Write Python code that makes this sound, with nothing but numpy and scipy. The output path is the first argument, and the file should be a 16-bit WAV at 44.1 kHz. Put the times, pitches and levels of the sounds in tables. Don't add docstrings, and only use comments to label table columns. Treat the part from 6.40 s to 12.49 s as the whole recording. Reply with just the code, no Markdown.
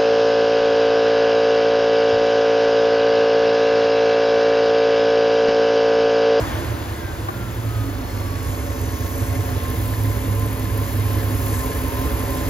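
import sys
import numpy as np
from scipy import signal
from scipy.fft import rfft, irfft
from scipy.io import wavfile
from scipy.ndimage import uniform_filter1d

SR = 44100
rng = np.random.default_rng(int(sys.argv[2]) if len(sys.argv) > 2 else 0)


def voltage_ratio(level):
    return 10 ** (np.asarray(level, float) / 20)


def to_wav(sig):
    pcm = np.clip(np.atleast_2d(sig), -1, 1) * 32767
    pcm = np.round(pcm).astype(np.int16)
    wavfile.write(sys.argv[1], SR, pcm.T)


N = 268569
TIME = np.arange(N) / SR
COARSE = TIME[::32]
FREQ = np.fft.rfftfreq(N, 1 / SR)

# time [s], way from the fan to the bank [0-1], closeness to the metal [dB].
PHONE = [
    (0, 0, 5.5),
    (.4, 0.2, 1),
    (.7, 0.15, -1),
    (1.2, 0.43, -2),
    (1.7, 0.64, -1),
    (2.4, 0.92, -1),
    (3.1, 0.89, 0.5),
    (4.2, 0.97, 0),
    (5.0, 0.94, 2),
    (6.09, 0.94, 3),
]


def unit(x):
    return x / np.sqrt(np.mean(x ** 2))


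def steady(x, span_s):
    return x / np.sqrt(uniform_filter1d(x ** 2, size=int(SR * span_s)) + 1e-9)


def curves(table):
    s, *columns = np.transpose(table)
    return [np.interp(TIME, s, c) for c in columns]


def across(table, column):
    log_hz = np.log([row[0] for row in table])
    return np.interp(np.log(FREQ + 1), log_hz, [row[column] for row in table])


def bell(s, half_s):
    return np.exp(-((COARSE - s) / half_s) ** 2)


def every_sample(coarse):
    return np.interp(TIME, COARSE, coarse)


def swells(floor_db, table):
    power = sum(voltage_ratio(db) ** 2 * bell(s, half_s) for s, half_s, db in table)
    return 10 * np.log10(voltage_ratio(floor_db) ** 2 + every_sample(power))


def walk(rate_hz):
    hold = int(SR / rate_hz)
    steps = np.repeat(rng.standard_normal(N // hold + 1), hold)
    return unit(uniform_filter1d(uniform_filter1d(steps, hold), hold)[:N])


def ring(x, modes):
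    out = 0
    for hz, width_hz, db in modes:
        section = np.concatenate(signal.iirpeak(hz, hz / (1.13 * width_hz), SR))
        out = out + voltage_ratio(db) * unit(signal.sosfilt([section, section], x))
    return unit(out)


def air_noise(table, flicker_db):
    spectrum = rfft(rng.standard_normal(N)) * voltage_ratio(across(table, column=1))
    octave = np.log2(FREQ + 1)
    out = 0
    for k in range(6, 15):
        octave_slice = np.clip(1 - abs(octave - k), 0, 1)
        out = out + irfft(spectrum * octave_slice, N) * voltage_ratio(flicker_db * walk(9))
    return unit(out)


def firings(crank, column, scatter_db):
    # exhaust [dB], intake [dB], valve tick [dB].
    cylinders = [(0, -8, 0), (0, -4, 0), (-24, -6, -9), (0, 0, -2), (-24, -4, -12), (-24, -18, -6),
                 (0, -1, 0), (-24, -20, -6)]
    count = np.floor(crank).astype(int)
    habit_db = np.array(cylinders)[count % len(cylinders), column]
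    return voltage_ratio(habit_db + scatter_db * rng.standard_normal(count[-1] + 2)[count + 1])


def pulses(crank, column, scatter_db):
    fired = np.diff(np.floor(crank), prepend=np.floor(crank[0]))
    return fired * firings(crank, column, scatter_db)


def clatter(crank, blows, scatter_db):
    place, db = np.transpose(blows)
    place = place + 8 * np.arange(crank[-1] // 8 + 1)[:, None]
    out = np.zeros(N + 1)
    out[np.searchsorted(crank, place)] = voltage_ratio(db + scatter_db * rng.standard_normal(place.shape))
    return out[:N]


def misses(column):
    # time [s], exhaust depth [dB], air box depth [dB]; negative = stronger.
    failed = [(0.049, 15, 11), (.11, 10, 8), (.17, 0, -1), (.235, 19, 5), (.40, 4, 0), (.46, 5, 13),
              (.56, 1, 17), (.61, 7, 23), (.71, -15, 2), (.755, 19, 19), (.89, 20, 2), (.935, 12, 24),
              (1.08, 8, 5), (1.2, 13, -4), (1.63, 6, 29), (1.71, 1, 24), (1.93, 7, -3), (2.02, -2, 5),
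              (2.09, -1, -5), (2.18, 3, 6), (2.27, -3, 9), (2.35, 15, 14), (2.43, -5, 8), (2.56, -1, 12.5),
              (2.67, 1, -1), (2.77, -1, 8), (2.86, 10, 21), (3.05, -4, 8), (3.2, 10, 11), (3.29, -4, 19),
              (3.36, -4, 6), (3.56, 8, 16), (3.83, -1, 17), (4.09, 9, 3), (4.17, 2, 17), (4.28, 8, -0.5),
              (4.45, 5, -2), (4.49, 2, 6), (4.645, 19, 2), (4.91, 12, 5), (4.98, 1, 11), (5.24, 1, 9),
              (5.345, 2, 2), (5.39, -5, -1), (5.44, -2, 8), (5.51, 13, 14), (5.68, -11, 10), (5.92, -2, 2),
              (6.07, -8, -1)]
    return every_sample(voltage_ratio(-sum(row[column] * bell(row[0], half_s=.014) for row in failed)))


def boom(crank, speed, exhaust_db, box_db):
    # frequency [Hz], width [Hz], level [dB].
    exhaust_modes = [(44.5, 9.8, -4), (53.7, 12, -3), (62.3, 18.5, 6.5), (74.3, 13.7, 4), (91, 3.3, -5)]
    box_modes = [
        (103, 8, 0),
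        (114, 9, -10),
    ]
    # time [s], half length [s], peak [dB].
    box_booms = [
        (0, 0.044, -26),
        (0.504, 0.016, -27),
        (0.825, 0.12, -30),
    ]
    # time [s], half length [s], level [dB].
    dip_s, dip_half_s, dip_db = (.85, .2, -4)
    rumble = (speed / speed[-1]) ** 2.56 * rng.standard_normal(N)
    pipes = ring(unit(pulses(crank, column=0, scatter_db=2.0)) + 0.07 * rumble, exhaust_modes)
    box = ring(unit(pulses(crank - .73, column=1, scatter_db=4.0)) + 0.3 * rumble, box_modes)
    exhaust_db = exhaust_db + dip_db * every_sample(bell(dip_s, dip_half_s))
    pipes = voltage_ratio(exhaust_db) * misses(column=1) * steady(pipes, span_s=.12)
    return pipes + voltage_ratio(swells(box_db, box_booms)) * misses(column=2) * steady(box, span_s=.045)


def drone(crank):
    # time [s], pitch [Hz].
    own_pitch = [(0.2, 110), (0.4, 114), (2.6, 102.6), (3.0, 104.2), (3.6, 104.8), (4.1, 103.3), (4.5, 102),
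                 (5.2, 100.6)]
    # time [s], half length [s], peak [dB].
    own_swells = [
        (0.3, 0.074, -26.5),
        (2.9, 0.14, -23.5),
        (3.25, 0.083, -30),
        (3.625, 0.18, -21.5),
        (4.014, 0.17, -20.5),
        (4.33, 0.12, -25.5),
        (4.702, 0.2, -20),
        (5.0, 0.144, -28.5),
    ]
    second_swells = [
        (1.1, .16, -29),
        (1.39, .17, -23),
        (1.62, .15, -30),
        (2.6, .7, -34),
    ]
    silent_db = -70
    own = np.sin(2 * np.pi * np.cumsum(curves(own_pitch)[0]) / SR)
    second = np.cos(4 * np.pi * (crank - .04))
    notes = voltage_ratio(swells(silent_db, own_swells)) * own + voltage_ratio(swells(silent_db, second_swells)) * second
    return np.sqrt(2) * misses(column=2) * notes


def runners(crank, near, level_db):
    # pitch [Hz], drift [Hz], level [dB].
    pipe_notes = [
        (260.4, 4, 1),
        (312, 8.02, -4),
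        (421.8, 14, -8),
        (562.3, 6.98, -9),
    ]
    # place in cycle [firings], level [dB].
    pipe_puffs = [
        [(.7, -4), (1.2, -6), (1.8, 0), (2.4, -6), (2.85, -3.5), (3.5, -18), (4.8, -12), (5.7, -4), (6.3, -8),
         (6.7, -5), (7.35, -14)],
        [(.3, -7), (1.5, -14), (2.6, -4.5), (3.25, 0), (4.3, -14), (6.3, -9), (7.2, -14)],
        [(.25, -2), (.85, -7), (1.5, 0), (2.25, -13), (3.2, .5), (3.8, -13), (4.75, -4), (5.75, -9), (6.25, -1),
         (7.25, -9)],
        [(.3, -6), (1.6, -.7), (2.55, -11), (3.5, 0), (4.7, -11), (6, 0), (6.8, -3)],
    ]
    out = 0
    for (hz, drift_hz, db), puffs in zip(pipe_notes, pipe_puffs):
        note = np.sin(2 * np.pi * np.cumsum(hz + drift_hz * walk(30)) / SR)
        place, puff_db = np.transpose(puffs)
        out = out + note * voltage_ratio(db + np.interp(crank, place, puff_db, period=8) + .9 * walk(25))
    return voltage_ratio(level_db + 2.0) * near * out


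def cycle_knocks(crank):
    # place in cycle [firings], level [dB].
    knock_places = [
        (.24, -9.5),
        (.31, -7),
        (.97, -3),
        (2.74, -1),
        (2.81, -5.5),
        (3.02, -8.5),
        (4.8, -3),
        (5.44, -7.5),
        (7.73, -4.5),
    ]
    return unit(clatter(crank, knock_places, scatter_db=1.5))


def block(crank, knocks, near, level_db):
    # frequency [Hz], width [Hz], level [dB].
    casting_modes = [(175, 38, -4.5), (291, 54, -7), (440, 66, -2), (559.3, 42, -6), (708.5, 26, -7),
                     (922, 33, -11.5)]
    shroud_modes = [(242, 19, -6), (334.3, 27.4, 6), (620, 200, 2), (915, 210, -17), (1410, 530, 1),
                    (3465, 80, -13)]
    hush = voltage_ratio(-4 * near * np.exp(-((crank % 8 - 4.2) / .7) ** 2))
    castings = hush * steady(ring(knocks + .2 * rng.standard_normal(N), casting_modes), span_s=.3)
    shroud = steady(ring(rng.standard_normal(N), shroud_modes), span_s=.1)
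    return voltage_ratio(level_db - 4.5) * (np.sqrt(0.072 + 0.12 * near) * castings + np.sqrt(1 - near) * shroud)


def valve_ticks(crank, near):
    phase = crank % 1
    burst = np.exp(-((phase - .25) / np.where(phase < .25, .08, .17)) ** 2)
    return firings(crank, column=2, scatter_db=3.0) * burst * (0.4 + 0.56 * near)


def valve_gear(ticks, near, level_db):
    # frequency [Hz], density [dB per Hz].
    hiss_colour = [(3000, -10), (5500, -6), (7200, -1), (9800, 0), (11500, -1.5), (12700, -6), (14000, 0),
                   (16000, -9.5)]
    # frequency [Hz], width [Hz], level [dB].
    injector_modes = [
        (10370, 1700, 1),
        (11880, 320, -3),
        (12640, 570, -0.5),
    ]
    hiss = air_noise(hiss_colour, flicker_db=2.25)
    injectors = ring(rng.standard_normal(N), injector_modes)
    hiss = hiss + 0.82 * near ** 2 * voltage_ratio(walk(3.06)) * injectors
    high = signal.butter(2, 6500, "high", fs=SR, output="sos")
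    return voltage_ratio(level_db + 6.0) * unit(hiss + 0.92 * signal.sosfilt(high, ticks * hiss))


def tappet_rattle(crank, near):
    # place in cycle [firings], level [dB].
    cycle_blows = [(.4, -4), (1.2, 3), (1.65, 3), (2.55, 0.5), (2.9, 0), (3.7, 8), (4.4, -4), (4.7, -0.5),
                   (5.25, -9), (5.7, 5), (6.15, -2), (6.55, -10), (6.9, -5), (7.6, -12)]
    # time [s], peak [dB].
    loud_blows = [(1.6041, -31), (1.654, -37), (1.7138, -31), (1.7727, -25.5), (2.081, -30), (2.143, -28),
                  (2.2087, -32), (2.296, -37), (2.4896, -30), (2.661, -24), (2.8288, -26), (2.9565, -34),
                  (3.0039, -32), (3.0323, -33), (3.1995, -33), (3.3107, -24), (3.3411, -34), (3.4045, -35),
                  (3.5656, -29), (3.5926, -29), (3.643, -31), (3.7552, -36), (3.9243, -23), (4.0041, -33),
                  (4.085, -27), (4.3454, -42), (4.4935, -29), (4.6058, -32), (4.6547, -30), (4.739, -34),
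                  (4.9235, -28), (5.0253, -31), (5.0458, -33), (5.067, -31), (5.1056, -32), (5.1575, -35),
                  (5.2009, -35), (5.241, -35), (5.6933, -26), (5.7153, -37), (5.8006, -28), (5.8839, -35),
                  (5.916, -34), (5.9392, -41), (5.983, -31)]
    blows = 0.51 * near * clatter(crank, cycle_blows, scatter_db=0.0)
    s, peak_db = np.transpose(loud_blows)
    blows[(s * SR).astype(int)] += voltage_ratio(peak_db + 29)
    chance = rng.random((2, N))
    blows += .5 * (.3 + 0.65 * near) * (chance[0] < 170 / SR) * (.3 + 1.3 * chance[1] ** 2)
    return near * .08 + signal.lfilter([1], [1, -np.exp(-1 / (.004 * SR))], blows)


def fan(rattle, level_db):
    # frequency [Hz], density [dB per Hz].
    rush_colour = [(76, -2.5), (130, -8), (167, -15.5), (266, -9.5), (360, -13.5), (564, -15), (774, -18.5),
                   (1060, -15.5), (1280, -22.5), (1720, -23), (7000, -37), (9100, -53), (15400, -120)]
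    # frequency [Hz], width [Hz], level [dB].
    tappet_modes = [(1760, 154, 3.5), (2088, 360, 4), (2450, 520, -4), (3240, 950, -2), (4340, 260, -6.5),
                    (5730, 1800, -3)]
    tappets = ring(rattle * rng.standard_normal(N), tappet_modes)
    rush = air_noise(rush_colour, flicker_db=0.78)
    return voltage_ratio(level_db + 6.0) * rush + voltage_ratio(level_db - 9.0) * tappets


def alternator(crank, level_db):
    # time [s], half length [s], peak [dB].
    glimpses = [(.67, 0.066, -42.5), (1.0, 0.1, -46), (1.367, 0.087, -41.5), (1.986, 0.16, -43),
                (2.604, 0.17, -48), (3.296, 0.051, -42), (3.62, .1, -45), (4.03, 0.039, -37),
                (4.395, 0.042, -36.5), (4.7, 0.064, -39), (4.897, 0.058, -48), (5.218, 0.042, -37),
                (5.634, 0.07, -42), (6.003, 0.06, -40)]
    # time [s], half length [s], pitch
    # shift [Hz].
    sags = [
        (3.27, .05, 12),
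        (4.66, .05, 8),
        (4.78, .04, -34),
        (4.94, .07, 14),
        (5.55, .04, -14),
    ]
    sag_hz = every_sample(sum(hz * bell(s, half_s) for s, half_s, hz in sags))
    turns = 185 / 8 * crank + np.cumsum(sag_hz) / SR
    level_db = swells(level_db, glimpses) + 2.1 * walk(24)
    return voltage_ratio(level_db) * np.sqrt(2) * np.sin(2 * np.pi * turns + walk(33))


def panels():
    # frequency [Hz], width [Hz], time [s], half length [s], peak [dB].
    panel_modes = [(2035, 34, 0.65, 0.081, -48), (4310, 96, 1.75, 0.44, -55), (5430, 300, 1.85, .3, -52),
                   (707, 37, 3.03, 0.24, -40), (189, 38, 3.82, 0.52, -40.5), (6200, 2000, 2.6, 0.52, -45.5),
                   (932, 35, 5.6, 0.39, -42), (270, 39, 1.54, 0.27, -34.5), (193, 45, 0.99, 0.14, -40.5),
                   (339, 16, 0.23, 0.081, -41), (608, 44, 0.14, 0.18, -39), (1450, 38, 0.19, 0.12, -51.5),
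                   (3250, 400, 0.13, .06, -43), (1800, 700, 0.091, 0.2, -44), (571, 20, 2.32, 0.18, -38.5),
                   (571, 24, 5.98, 0.14, -37.5)]
    noise = rng.standard_normal(N)
    out = 0
    for hz, width_hz, s, half_s, db in panel_modes:
        out = out + every_sample(voltage_ratio(db) * bell(s, half_s)) * ring(noise, [(hz, width_hz, 0)])
    return out


def finger():
    # time [s], peak [dB].
    taps = [
        (0.885, -17.5),
        (.902, -40),
    ]
    out = np.zeros(N)
    for s, db in taps:
        age = np.clip(TIME - s, 0, 1) / 0.0036
        out += voltage_ratio(db) * age * np.exp(1 - age)
    return out * ring(rng.standard_normal(N), [(760, 200, 1), (1030, 360, 3), (1440, 270, -6)])


def ports(tones, shared, diffuse):
    # frequency [Hz], likeness [0-1], phase by which left leads [rad], left minus right [dB].
    port_table = [(100, 0.82, 0.19, -3.5), (254, 0.84, 0.41, -2.5), (440, 0.98, 0.38, -1.5),
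                  (648, 0.65, 1.58, 0), (1330, 0.19, 0.6, 2), (3960, 1, 1.4, 1.8), (5200, 0.68, 0.5, 3.5),
                  (5380, 0.5, -1.8, 0), (6970, 0.9, -1, 1.5), (6560, 0.28, -2, 3), (8570, 0.85, -2.5, -0.5),
                  (13500, 0.53, -6.5, 0)]
    like = np.clip(across(port_table, column=1), 0, 1)
    lag = np.exp(-1j * across(port_table, column=2))
    balance = voltage_ratio(across(port_table, column=3) / 2)
    right = (tones + like * shared + np.sqrt(1 - like ** 2) * diffuse) * lag
    return np.array([irfft((tones + shared) * balance, N), irfft(right / balance, N)])


def scene():
    # time [s], firing rate [firings/s].
    firing_rate = [(0.25, 78.23), (0.6, 71.0), (0.72, 66.0), (1.0, 59.7), (1.25, 55.86), (1.5, 52.71),
                   (2.0, 48.12), (2.25, 46.34), (2.75, 46.67), (3.0, 46.22), (3.5, 44.64), (3.75, 44.46),
                   (4.0, 44.73), (4.25, 44.63), (4.75, 45.35), (5.0, 45.46), (5.5, 44.9), (6.09, 44.66)]
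    # level at the fan [dB], gain at the bank [dB], share of the closeness [ratio].
    heard = dict(exhaust=(-30, 2.3, 0.29), box=(-32, 2.5, 0.16), block=(-31.5, 3.8, 0.73),
             fan=(-37, 0.33, 1), hiss=(-48, 4.48, 0.99), whine=(-61.5, 16.6, 1.6))
    speed = curves(firing_rate)[0]
    crank = np.cumsum(speed) / SR + 0.064
    near, close_db = curves(PHONE)
    near = np.clip(near, 0, 1)
    db = {}
    for name, (fan_db, bank_db, share) in heard.items():
        db[name] = fan_db + bank_db * near + share * close_db

    tones = boom(crank, speed, db["exhaust"], db["box"]) + drone(crank)
    tones = tones + runners(crank, near, db["block"]) + alternator(crank, db["whine"]) + panels()

    knocks = cycle_knocks(crank)
    ticks = valve_ticks(crank, near)
    rattle = tappet_rattle(crank, near)
    fields = []
    for _ in range(2):
        field = block(crank, knocks, near, db["block"]) + valve_gear(ticks, near, db["hiss"])
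        fields.append(rfft(field + fan(rattle, db["fan"])))
    return ports(rfft(tones), *fields) + finger() * np.array([[1], [-.6]])


def empty_bands(x):
    # channel [0 mid, 1 side], from [Hz], to [Hz], scatter [Hz],
    # shift of both edges at the bank [Hz], always empty [Hz].
    gaps = [
        (0, 8000, 9850, 260, (100, -350), 8300),
        (0, 16200, 22000, 550, (0, 0), 20000),
        (1, 12750, 22000, 300, (450, 0), 20000),
    ]
    band_hz, offset = 32 * SR / 2048, 296
    x = np.roll(x, -offset, axis=1)
    mid_side = np.array([x[0] + x[1], x[0] - x[1]]) / 2
    hz, s, frames = signal.stft(mid_side, SR, nperseg=2048, noverlap=1024)
    near = np.interp(s, TIME, curves(PHONE)[0])
    for channel, low_hz, high_hz, scatter_hz, shift_hz, empty_hz in gaps:
        chance = uniform_filter1d(rng.standard_normal((2, len(s))), size=2) * np.sqrt(2)
        edges = np.array([[low_hz], [high_hz]]) + np.outer(shift_hz, near) + scatter_hz * chance
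        edges = np.array([np.minimum(edges[0], empty_hz), np.maximum(edges[1], empty_hz + band_hz)])
        low, high = edges // band_hz * band_hz
        frames[channel] *= (hz[:, None] < low) | (hz[:, None] > high)
    mid, side = signal.istft(frames, SR, nperseg=2048, noverlap=1024)[1][:, :N]
    return np.roll([mid + side, mid - side], offset, axis=1)


def roll_off(x):
    return signal.sosfilt(signal.butter(12, 15780, fs=SR, output="sos"), x)


def record(dry):
    cut = signal.sosfilt(signal.butter(3, 44, "high", fs=SR, output="sos"), dry)
    mix = empty_bands(cut)
    return roll_off(mix)


dry = scene()
out = record(dry)
to_wav(out)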